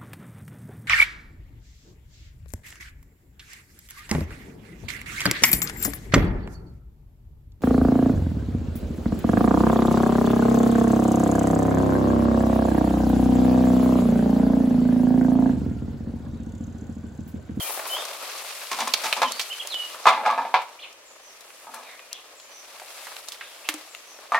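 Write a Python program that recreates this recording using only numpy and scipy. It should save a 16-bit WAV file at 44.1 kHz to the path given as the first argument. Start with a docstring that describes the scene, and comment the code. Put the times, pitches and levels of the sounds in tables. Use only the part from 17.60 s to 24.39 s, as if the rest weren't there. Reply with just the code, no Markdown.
"""Boots crunch through dry leaves at a forest camp, a jacket swishes and small birds whistle.
Someone bends down and gathers empty cans, which knock and rattle on the ground as twigs snap.
Cans are clicks that ring tuned modes; twigs, steps, leaves and cloth are shaped, grainy noise.
Birds are gliding sines, near ones with an echo off a boulder, far ones scattered by the pines."""
import sys
import numpy as np
from scipy import signal
from scipy.fft import rfft, irfft, next_fast_len
from scipy.io import wavfile
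from scipy.ndimage import uniform_filter1d

SR = 44100
rng = np.random.default_rng(int(sys.argv[2]) if len(sys.argv) > 2 else 0)


def store_pcm(level_fs):
    """Save levels as 16-bit WAV."""
    pcm = np.round(np.clip(level_fs, -1, 1) * 32767).astype(np.int16)
    wavfile.write(sys.argv[1], SR, np.atleast_2d(pcm).T)


N = 299439
TIME = np.arange(N) / SR
HIT_TIME = TIME[:SR // 3]   # every hit lasts at most a third of a second
HIT_SIZE = len(HIT_TIME)
# t60 below is the time in seconds in which a sound dies away by 60 dB


def from_db(db):
    """Turn decibels into a factor for the waveform."""
    return 10 ** (np.asarray(db) / 20)


def rms_one(x):
    """Scale to unit power."""
    return x / np.sqrt(np.mean(x ** 2) + 1e-20)


def even_start(x, size=900):
    """Scale to unit power over the first samples of a hit."""
    return x / np.sqrt(np.mean(x[..., :size] ** 2) + 1e-20)


def at_hz(points, hz):
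    """Read a table of (f/Hz, value) between its points, on a log-frequency axis."""
    f, value = np.transpose(points)
    return np.interp(np.log(np.maximum(hz, 1)), np.log(f), value)


def add(out, s, sound):
    """Mix a sound in at time s, in seconds."""
    start = max(0, round(s * SR))
    out[..., start:start + sound.shape[-1]] += sound[..., :N - start]


def band(x, low_hz, high_hz, order=2):
    """Keep only the sound between two frequencies."""
    sos = signal.butter(order, [low_hz, high_hz], "band", fs=SR, output="sos")
    return signal.sosfilt(sos, x)


def drift(rate, size=N):
    """Wander at random with unit power, through `rate` new values a second."""
    values = rng.standard_normal(size)
    return rms_one(np.interp(np.arange(size) * rate / SR, np.arange(size), values))


def dying(t60):
    """Fade one hit exponentially."""
    return from_db(-60 * HIT_TIME / t60)


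def ring(x, hz, t60):
    """Let each unit click set off a fading sine of height 1."""
    r, w = from_db(-60 / (t60 * SR)), 2 * np.pi * hz / SR
    return signal.lfilter([0, np.sin(w)], [1, -2 * r * np.cos(w), r * r], x + 1e-18)


# basic stereo spread of the noises, before each one's own width: (f/Hz, side minus middle level/dB)
STEREO_SPREAD = [(50, -5), (150, -11.5), (600, -10.5), (1400, -6), (2800, -4), (5500, 0.5), (12000, 0)]


def noise(spectrum, size, grain_db, width_db=0):
    """Colour uneven grains of noise, spread in stereo by frequency; the middle has unit power."""
    hz = np.fft.rfftfreq(size, 1 / SR)
    sizes = np.minimum(rng.exponential(1, size), 5)
    grain_gain = from_db(grain_db * np.repeat(sizes, 8)[:size])   # each grain lasts 8 samples
    grains = rng.standard_normal((2, size)) * grain_gain
    mid, side = rfft(grains) * from_db(at_hz(spectrum, hz))
    mid = irfft(mid, size)
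    side = irfft(side * from_db(at_hz(STEREO_SPREAD, hz) + width_db), size)
    return np.array([mid + side, mid - side]) / mid.std()


def forest(x, t60, top_hz):
    """Trunks scatter sound into a thin, dull tail, made here by convolving it with fading noise."""
    t = TIME[:SR]
    scatter = noise([(90, -22), (350, -2), (top_hz, 0), (20000, -14)], SR, 2.5)
    tail = scatter * from_db(-60 * t / t60) * np.minimum(t / 0.0056, 1)
    tail = tail / np.sqrt(np.sum(tail ** 2) / 2)
    return signal.fftconvolve(np.atleast_2d(x), tail, axes=1)[:, :N]


# can contacts; levels are before the trims of each layer:
# (t/s, hollow body level/dB, rattle level/dB, leafy fizz level/dB, chatter t60/s,
#  main note f/Hz, main note level/dB against the other modes)
CAN_CONTACTS = [(1.115, -19, -35, -27, 0.28, 1080, 1), (1.188, -18, -37, -31.5, .21, 830, 0),
                (1.205, -19.5, -32.5, -26.5, 0.13, 990, -10), (1.214, -17, -33, -36, 0.16, 1044, -6),
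                (1.274, -17, -35, -34, 0.088, 1120, 2), (1.437, -21, -35, -28, 0.36, 1270, -5),
                (1.457, -20.5, -31, -30.5, 0.14, 886, 4), (1.567, -19, -36, -35, 0.16, 990, 4),
                (1.618, -7.5, -22.5, -29, .14, 1029, 0), (1.63, -12, -36, -31.5, 0.07, 1000, -3),
                (2.456, -4, -29, -37, 0.17, 1144, 2), (2.467, 1, -21, -28.5, .14, 1210, -8),
                (2.476, -30, -20, -34, 0.14, 1110, 3), (2.486, -3.5, -23.5, -27.5, 0.15, 1162, 4),
                (2.526, -14.5, -30, -43, 0.31, 884, -17), (2.576, -16.5, -41, -58, 0.27, 870, 8),
                (2.634, -18.5, -43, -58, 0.51, 674, 4), (2.653, -15.5, -34.5, -47, 0.56, 1235, 1),
                (2.661, -6, -30.5, -37, 0.19, 862, -1.5), (2.701, -9.5, -35.5, -40.5, .16, 1150, 10),
                (2.725, -14, -43, -60, 0.18, 895, -1), (2.778, -8.5, -36.5, -46, 0.32, 924, 2),
                (2.818, -28, -45, -59, 0.56, 940, -6), (2.851, -18, -43, -57, 0.11, 810, 0),
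                (2.941, -2, -22, -39, 0.18, 992, 2), (4.07, -29.5, -65, -66, .2, 947, 3),
                (4.139, -27.5, -48, -48, 0.35, 1164, -4), (4.229, -37, -50, -53, .24, 900, 4),
                (6.72, -9, -39, -40, 0.22, 1176, 4.5), (6.746, -7, -33.5, -38, 0.18, 1860, -1.5)]
# ring of the hollow cans, before each blow varies it: (f/Hz, level/dB, t60/s)
CAN_MODES = [(552, -8, 0.11), (674, -3, 0.073), (764.5, -5, 0.12), (812, -9, 0.087), (918, 7, 0.041),
             (997, 2, 0.085), (1088, -6, 0.067), (1161, -2, 0.098), (1254, -7, 0.076), (1384, 0.5, 0.048),
             (1635, -9.5, 0.11), (1756, -4, 0.053), (1760, -29, 0.033)]
# ring of the thin can walls, before each blow varies it: (f/Hz, level/dB, t60/s)
WALL_MODES = [(2030, 23, 0.032), (2290, -5.5, 0.24), (2730, -24, 0.035), (2800, -13, 0.11),
              (3100, -27, 0.068), (3380, -3, 0.051), (3467, 12, 0.068), (3800, -23, 0.044),
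              (4030, -17, 0.028), (4550, -4, 0.071), (5140, -6, 0.11)]


def cans(body_db=-11.5, wall_db=-8.5, rattle_db=-3.5, fizz_db=-1.5, first_touch=6.2):
    """A first touch and a dying, uneven chatter of contacts ring the hollow shells and thin walls."""
    out = np.zeros((2, N))
    rattle_colour = [(900, -47), (1750, -16), (2400, 2), (3000, -9), (3800, -6.5), (5500, -19), (8000, -43)]
    fizz_colour = [(3500, 13), (6000, 12.5), (10000, 2.5), (16000, -7)]
    for s, level, mid_db, high_db, t60, note_hz, note_db in CAN_CONTACTS:
        # the cans bounce on each other every few ms
        clumps = from_db(1.3 * drift(327, size=HIT_SIZE))
        sparse = rng.random(HIT_SIZE) < .1
        contacts = rng.standard_normal(HIT_SIZE) * sparse * clumps * dying(t60)
        contacts[0] += first_touch

        note = from_db(note_db) * even_start(ring(contacts, note_hz, 0.059))
        # crowded, damped modes blur into a band
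        shell = from_db(-5) * even_start(band(contacts, 444, 1800, order=3))
        hollow = even_start(band(struck(contacts, CAN_MODES) + note + shell, 410, 5700))
        walls = band(struck(contacts, WALL_MODES), 990, 5400)
        body = from_db(level + body_db) * hollow + from_db(mid_db + wall_db) * walls
        # the left side hears the pile 0.03 ms before the right
        add(out, s, np.array([body, np.interp(HIT_TIME - 3e-5, HIT_TIME, body)]))

        # the soil thuds in step with the blow, up to a limit
        thud = band(rng.standard_normal(HIT_SIZE) * dying(0.38), 216, 284)
        soil_db = min(level - 37, -54)
        # stronger blows are can on can: the thud drops 2.2 dB per dB above -4.5 in the table
        soil_db -= 2.2 * max(level + 4.5, 0)
        add(out, s, from_db(soil_db) * even_start(thud))

        rattle = noise(rattle_colour, HIT_SIZE, 0.97, width_db=-1.5) * dying(t60 * 1.12)
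        fizz = noise(fizz_colour, HIT_SIZE, 3, width_db=-7.5) * dying(t60 * 0.71)
        scrape = from_db(mid_db + rattle_db) * even_start(rattle * clumps)
        scrape = scrape + from_db(high_db + fizz_db) * even_start(fizz * clumps)
        add(out, s, band(scrape, 400, 19845))
    return out


def struck(contacts, modes, spot_db=2.0):
    """Every blow lands on another spot, so the modes answer with new strengths and slight detuning."""
    total = 0
    for k, (hz, db, t60) in enumerate(modes):
        spot, detune = rng.standard_normal(2)
        sign = (-1) ** k
        mode = ring(contacts, hz * (1 + 0.0025 * detune), t60)
        total = total + sign * from_db(db + spot_db * spot) * mode
    return even_start(total)


# twigs and stalks snapping, before the shared trim and lean to the left:
# (t/s, level/dB, pitch of the break f/Hz, t60/s, treble of the splinters level/dB, left minus right level/dB)
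TWIG_SNAPS = [(0.452, -23, 5630, 0.024, 5, 4), (1.278, -18.5, 7000, 0.031, -3, -4),
              (1.337, -3.5, 4300, 0.045, -9, -3.5), (1.527, -5.5, 2700, 0.045, -13, -3.5),
              (1.72, -16, 5200, .026, 6, -2), (1.795, -12.5, 2960, 0.08, -5, -3),
              (1.812, -19, 4900, 0.12, -3, -4), (2.072, -20.5, 5670, 0.013, 9, -7),
              (2.143, -19, 4140, 0.026, -16, 1), (3.017, -29, 2000, 0.1, -6, 3),
              (3.327, -38, 6000, .05, -3, -5), (3.808, -34.5, 4500, .045, 8, 4),
              (3.904, -34.5, 2200, .045, -15, -5), (4.143, -30, 9900, .077, -2, 9),
              (4.393, -31.5, 2280, 0.033, -25, 2), (4.529, -19, 5040, .017, 0, 4.5),
              (4.799, -34.5, 4460, 0.036, -9, -2), (5.198, -29, 1700, 0.033, -6, -3),
              (5.469, -26.5, 1350, 0.068, -14, -6), (5.518, -29, 1300, 0.035, -16, -3),
              (5.566, -24, 3220, 0.014, -10, -2), (5.685, -21, 4560, .039, 5, -2),
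              (5.72, -24, 4070, 0.099, 0, -4), (5.81, -24, 1980, 0.15, -23, -3),
              (6.088, -7.5, 2100, 0.066, 0, -1.5), (6.14, -21.5, 8240, 0.042, -10, 1),
              (6.349, -23.5, 2600, 0.015, -12, 1)]
# colour shared by every break: (f/Hz, level/dB per Hz)
SPLINTER_COLOUR = [(120, -29), (450, -8), (1000, 0), (1700, -4.5), (4700, -1.5), (10000, -3), (16000, -6.5)]


def snaps(snap_db=-9.0, crack=0.64, crack_t60=0.0088):
    """A sharp break and splintering: noise bursts with a broad twig resonance; dry twigs are brighter."""
    out = np.zeros((2, N))
    grid = np.geomspace(100, 16000, 40)
    treble = at_hz([(2500, 0), (9000, 1)], grid)
    for s, level, hz, t60, treble_db, pan_db in TWIG_SNAPS:
        resonance_db = 11 * np.exp(-(np.log2(grid / hz) / 0.76) ** 2)   # 0.76 sets the width in octaves
        colour = at_hz(SPLINTER_COLOUR, grid) + treble_db * treble + resonance_db
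        burst = noise(np.transpose([grid, colour]), HIT_SIZE, 2.24, width_db=-5.5)
        burst = burst * (dying(t60) + crack * dying(crack_t60))
        burst = burst * np.minimum(HIT_TIME / 0.00038, 1)   # quick onset
        burst = even_start(band(burst, 290, 15600), size=150)
        add(out, s, from_db(level + snap_db + pan_db * np.array([[.5], [-.5]])) * burst)
    return out * from_db([[.6], [-.6]])


# boots crushing litter and sticks, and a dull knock at 2.345 s, before the shared trim:
# (t/s, level/dB, pitch f/Hz)
STEPS_AND_KNOCK = [(0.096, -21.5, 740), (0.175, -21, 684), (0.192, -19, 795), (0.256, -21.5, 1120),
                   (0.365, -19, 850), (0.384, -22.5, 593), (0.477, -32, 1090), (0.53, -43, 1040),
                   (0.69, -25, 1220), (2.05, -28, 620), (2.345, -25, 1100), (5.217, -27.5, 726),
                   (6.589, -33, 594)]
# dull thumps on the soil, before the filter: (t/s, level/dB)
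SOIL_THUMPS = [(6.089, -33), (6.141, -32)]


def ground(burst_db=-12.0, burst_t60=0.079, thump_hz=306, thump_t60=.14):
    """Boots crush litter, and one dull knock falls, as pitched noise; soft soil thumps as a fading sine."""
    out = np.zeros((2, N))
    for s, level, hz in STEPS_AND_KNOCK:
        colour = [(200, -25), (hz / 1.4, -7), (hz, 0), (hz * 1.42, -8), (9000, -30)]
        burst = noise(colour, HIT_SIZE, 4.4, width_db=-7) * dying(burst_t60)
        add(out, s, from_db(level + burst_db) * even_start(band(burst, 335, 5700), size=400))
    for s, level in SOIL_THUMPS:
        thump = np.sin(2 * np.pi * thump_hz * HIT_TIME) * dying(thump_t60)
        add(out, s, from_db(level) * band(thump, 260, 570))
    return out


# rustle of the moving body and, in the low column around 2.6 to 3 s, the dying clatter of the cans,
# before the trim of each layer: (t/s, low level/dB, middle crackle level/dB, high swish level/dB)
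RUSTLE_LEVELS = [(0.0, -42, -43.5, -43.5), (0.43, -40.5, -42.5, -44.5), (1.13, -46.5, -42.5, -43),
                 (1.34, -42.5, -41, -44.5), (1.49, -39, -39, -38.5), (1.62, -38.5, -42, -47),
                 (1.81, -48.5, -45, -46), (2.32, -47, -46, -47.5), (2.5, -44.5, -50, -53),
                 (2.63, -37.5, -57, -55.5), (2.8, -45, -56.5, -58), (3.06, -49, -57, -60),
                 (3.4, -57, -63, -65.5), (3.97, -54, -55.5, -55), (4.2, -48, -55.5, -56),
                 (4.42, -56.5, -58, -59), (4.8, -57, -58.5, -61.5), (5.45, -48.5, -47, -47),
                 (5.82, -53.5, -53.5, -54.5), (6.13, -48, -50, -51.5), (6.43, -55.5, -55, -57),
                 (6.79, -50, -55, -58)]
# colour of the leaf noise: (f/Hz, level/dB per Hz)
LEAF_COLOUR = [(59, -68), (100, -21), (277, -17), (608, 1), (910, -2.5), (1170, 1), (1520, -5.5),
               (2580, -2), (2990, -4.5), (4470, -3.5), (11200, -8), (13800, -12.5), (16000, -20)]


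def rustle(low_db=0.0, leaves_db=4.0, swish_db=1.0):
    """Low noise is trodden litter and dying can clatter; leaves crackle above, cloth swishes evenly on top."""
    s, low, middle, high = np.transpose(RUSTLE_LEVELS)
    grains = noise(LEAF_COLOUR, next_fast_len(N), 1.8, width_db=-1)[:, :N]
    shared, out = drift(60), 0
    # each layer: lowest and highest f/Hz, level/dB, flutter/dB
    for low_hz, high_hz, level, flutter_db in [(258, 1430, low + low_db, 2.25),
                                               (1340, 7030, middle + leaves_db, 1.35),
                                               (5570, 19845, high + swish_db, 0.9)]:
        layer = band(grains, low_hz, high_hz, order=3)
        flutter = .7 * shared + .7 * drift(140)
        gain = from_db(np.interp(TIME, s, level) + flutter_db * flutter)
        out = out + gain * layer / layer.mean(axis=0).std()
    return out


def crackles(per_s=17.0, size_db=2.5, crackle_db=-5.0, t60=0.06):
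    """Single leaves and stalks give way at random as short noise ticks, louder as the rustle grows."""
    out = np.zeros((2, N))
    times, _, rustle_db, _ = np.transpose(RUSTLE_LEVELS)
    for when, size, pitch, side in rng.random((round(per_s * N / SR), 4)):
        s, hz = when * N / SR, 900 * 9 ** pitch
        tick = band(rng.standard_normal((2, 1500)), hz / 1.6, hz * 1.6) * dying(t60)[:1500]
        tick = even_start(tick + tick.mean(axis=0), size=200)   # the shared part narrows the stereo
        lean_db = np.array([[-1], [1]]) * (12 - 6 * side)   # towards the right
        level = np.interp(s, times, rustle_db) + crackle_db + size_db * min(-np.log(size), 2.5)
        add(out, s, tick * from_db(level + lean_db))
    return out


# jacket sleeves brushing, before the lean to the left: (t/s, length t/s, level/dB)
SLEEVE_BRUSHES = [(0.03, 0.021, -40), (0.1, 0.21, -37), (0.277, 0.018, -41), (0.33, 0.095, -39)]


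def jacket():
    """Stiff fabric slides over itself: very bright noise swells and fades in brief swishes."""
    swell = 0
    for s, length, db in SLEEVE_BRUSHES:
        swell = swell + from_db(db) * np.exp(-(2 * (TIME - s) / length) ** 2)
    colour = [(1000, -23), (7000, -5), (11500, 1.5), (16000, -2)]
    cloth = noise(colour, next_fast_len(N), 1.5, width_db=4.5)[:, :N]
    return swell * cloth * from_db([[2.5], [-2.5]])


# clear near whistles and hoarse far calls, levels before the gains for distance; both have the columns
# (t/s, length t/s, share of the note before its turn, start f/Hz, turn f/Hz, end f/Hz, level at the turn/dB)
NEAR_SONG = [(0.0, 0.024, .3, 3140, 3255, 2980, -31), (.035, 0.046, 0.55, 2350, 2440, 2320, -40.5),
             (.295, .085, 0.44, 3040, 3050, 3415, -30.5), (.38, 0.041, 0.52, 3590, 3654, 2930, -36),
             (1.64, 0.048, 0.47, 3520, 3080, 2930, -34.5), (1.698, .05, 0.61, 2950, 4350, 4560, -38),
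             (1.765, 0.05, 0.65, 4900, 4350, 4170, -39), (1.9, 0.034, 0.66, 2710, 3240, 2290, -30),
             (1.995, 0.023, .4, 3080, 3470, 2500, -29), (2.1, 0.16, 0.29, 4450, 2990, 2883, -30.5),
             (4.385, .07, 0.72, 2394, 2470, 2380, -53), (4.9, .12, .5, 5950, 5930, 6000, -52)]
FAR_CALLS = [(3.187, 0.023, 0.295, 2350, 2790, 4330, -36.5), (3.218, 0.04, 0.35, 4410, 2813, 2180, -33),
             (4.245, 0.11, 0.42, 2500, 2140, 1800, -41.5), (4.23, 0.11, 0.46, 3950, 3860, 3210, -49),
             (4.505, .075, .55, 2396, 3585, 2450, -39), (5.77, 0.18, 0.33, 3130, 3550, 2920, -46),
             (6.042, 0.026, .45, 2410, 2710, 3270, -35.5)]


def birds(echo_s=.017, echo_db=-7.0, wet_db=-8.5, far_db=-6.5, far_direct_db=-7.0):
    """A boulder repeats the near bird; the far ones are hoarse and come much scattered by the trees."""
    near = whistles(NEAR_SONG, waver=0.0079)
    far = whistles(FAR_CALLS + high_calls(), waver=.015, rasp_hz=280)
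    echo = from_db(echo_db) * np.pad(near, (round(echo_s * SR), 0))[:N]
    close = near * from_db([[-2.2], [1.8]]) + echo + from_db(wet_db) * forest(near, 0.43, 4500)
    return close + from_db(far_direct_db) * far + from_db(far_db) * forest(far, 0.35, 8300)


def whistles(notes, waver, rasp_hz=0):
    """Each note is a sine that glides and swells to a turn, then fades; fast pitch swerves make it hoarse."""
    out = np.zeros(N)
    edge_db, turn_s = -7, 0.011   # level at the note's ends against its turn; time the turn takes
    for s, length, turn, *arc_hz, db in notes:
        along = np.linspace(0, 1, round(length * SR))
        corners = [0, np.clip(turn, .05, .95), 1]
        glide = np.interp(along, corners, arc_hz)
        pitch = uniform_filter1d(glide, round(turn_s * SR), mode="nearest")
        pitch = pitch * (1 + waver * drift(718, size=len(along)))
        pitch = pitch + rasp_hz * drift(1800, size=len(along))
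        swell = from_db(db + np.interp(along, corners, [edge_db, 0, edge_db]))
        fade = np.clip(np.minimum(along, 1 - along) * length / 0.0025, 0, 1)
        tone = np.sqrt(2) * np.sin(2 * np.pi * np.cumsum(pitch) / SR)
        add(out, s, fade * swell * tone)
    return out


# a thin, high two-note call, repeated, before the gains for distance: (t/s, level/dB)
THIN_CALLS = [(3.449, -49), (4.751, -47), (6.29, -47.5)]
# its two falling notes: (delay t/s, length t/s, share before the turn, start f/Hz, turn f/Hz, end f/Hz,
#  level against the call/dB)
THIN_NOTES = [(0, .095, 0.31, 7750, 7240, 6480, -2), (0.163, .12, .45, 6100, 6050, 5380, 0)]


def high_calls():
    """List the same pair of falling notes for every call."""
    notes = []
    for s, db in THIN_CALLS:
        for delay, *note, note_db in THIN_NOTES:
            notes.append((s + delay, *note, db + note_db))
    return notes


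# colour of the still air: (f/Hz, level/dB per Hz)
AIR_COLOUR = [(15, -81), (25, -15), (145, -23.5), (285, -11), (545, -1.5), (863, -23), (1190, -32),
              (1560, -8.5), (2480, -9), (4610, -18.5), (6210, -16), (11900, -25.5), (16000, -28)]


def still_air(air_db=-57.0):
    """The quiet background is steady, wide, coloured noise."""
    return from_db(air_db) * noise(AIR_COLOUR, next_fast_len(N), 0, width_db=6)[:, :N]


def scene():
    """Mix the handling sounds and their forest tail over birds and still air."""
    hits = cans() + snaps() + ground()
    tail = from_db(-15) * forest(hits.mean(axis=0), 0.35, 3200)
    litter = (rustle() + crackles()) * from_db([[1.1], [-1.1]])   # leans left
    return hits + tail + litter + jacket() + birds() + still_air()


def record(dry):
    """Clip the peaks just under full scale, then cut the treble above 15950 Hz."""
    sos = signal.ellip(10, .1, 80, 15950, fs=SR, output="sos")
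    return signal.sosfilt(sos, np.clip(dry, -.97, .97))


dry = scene()
out = record(dry)
store_pcm(out)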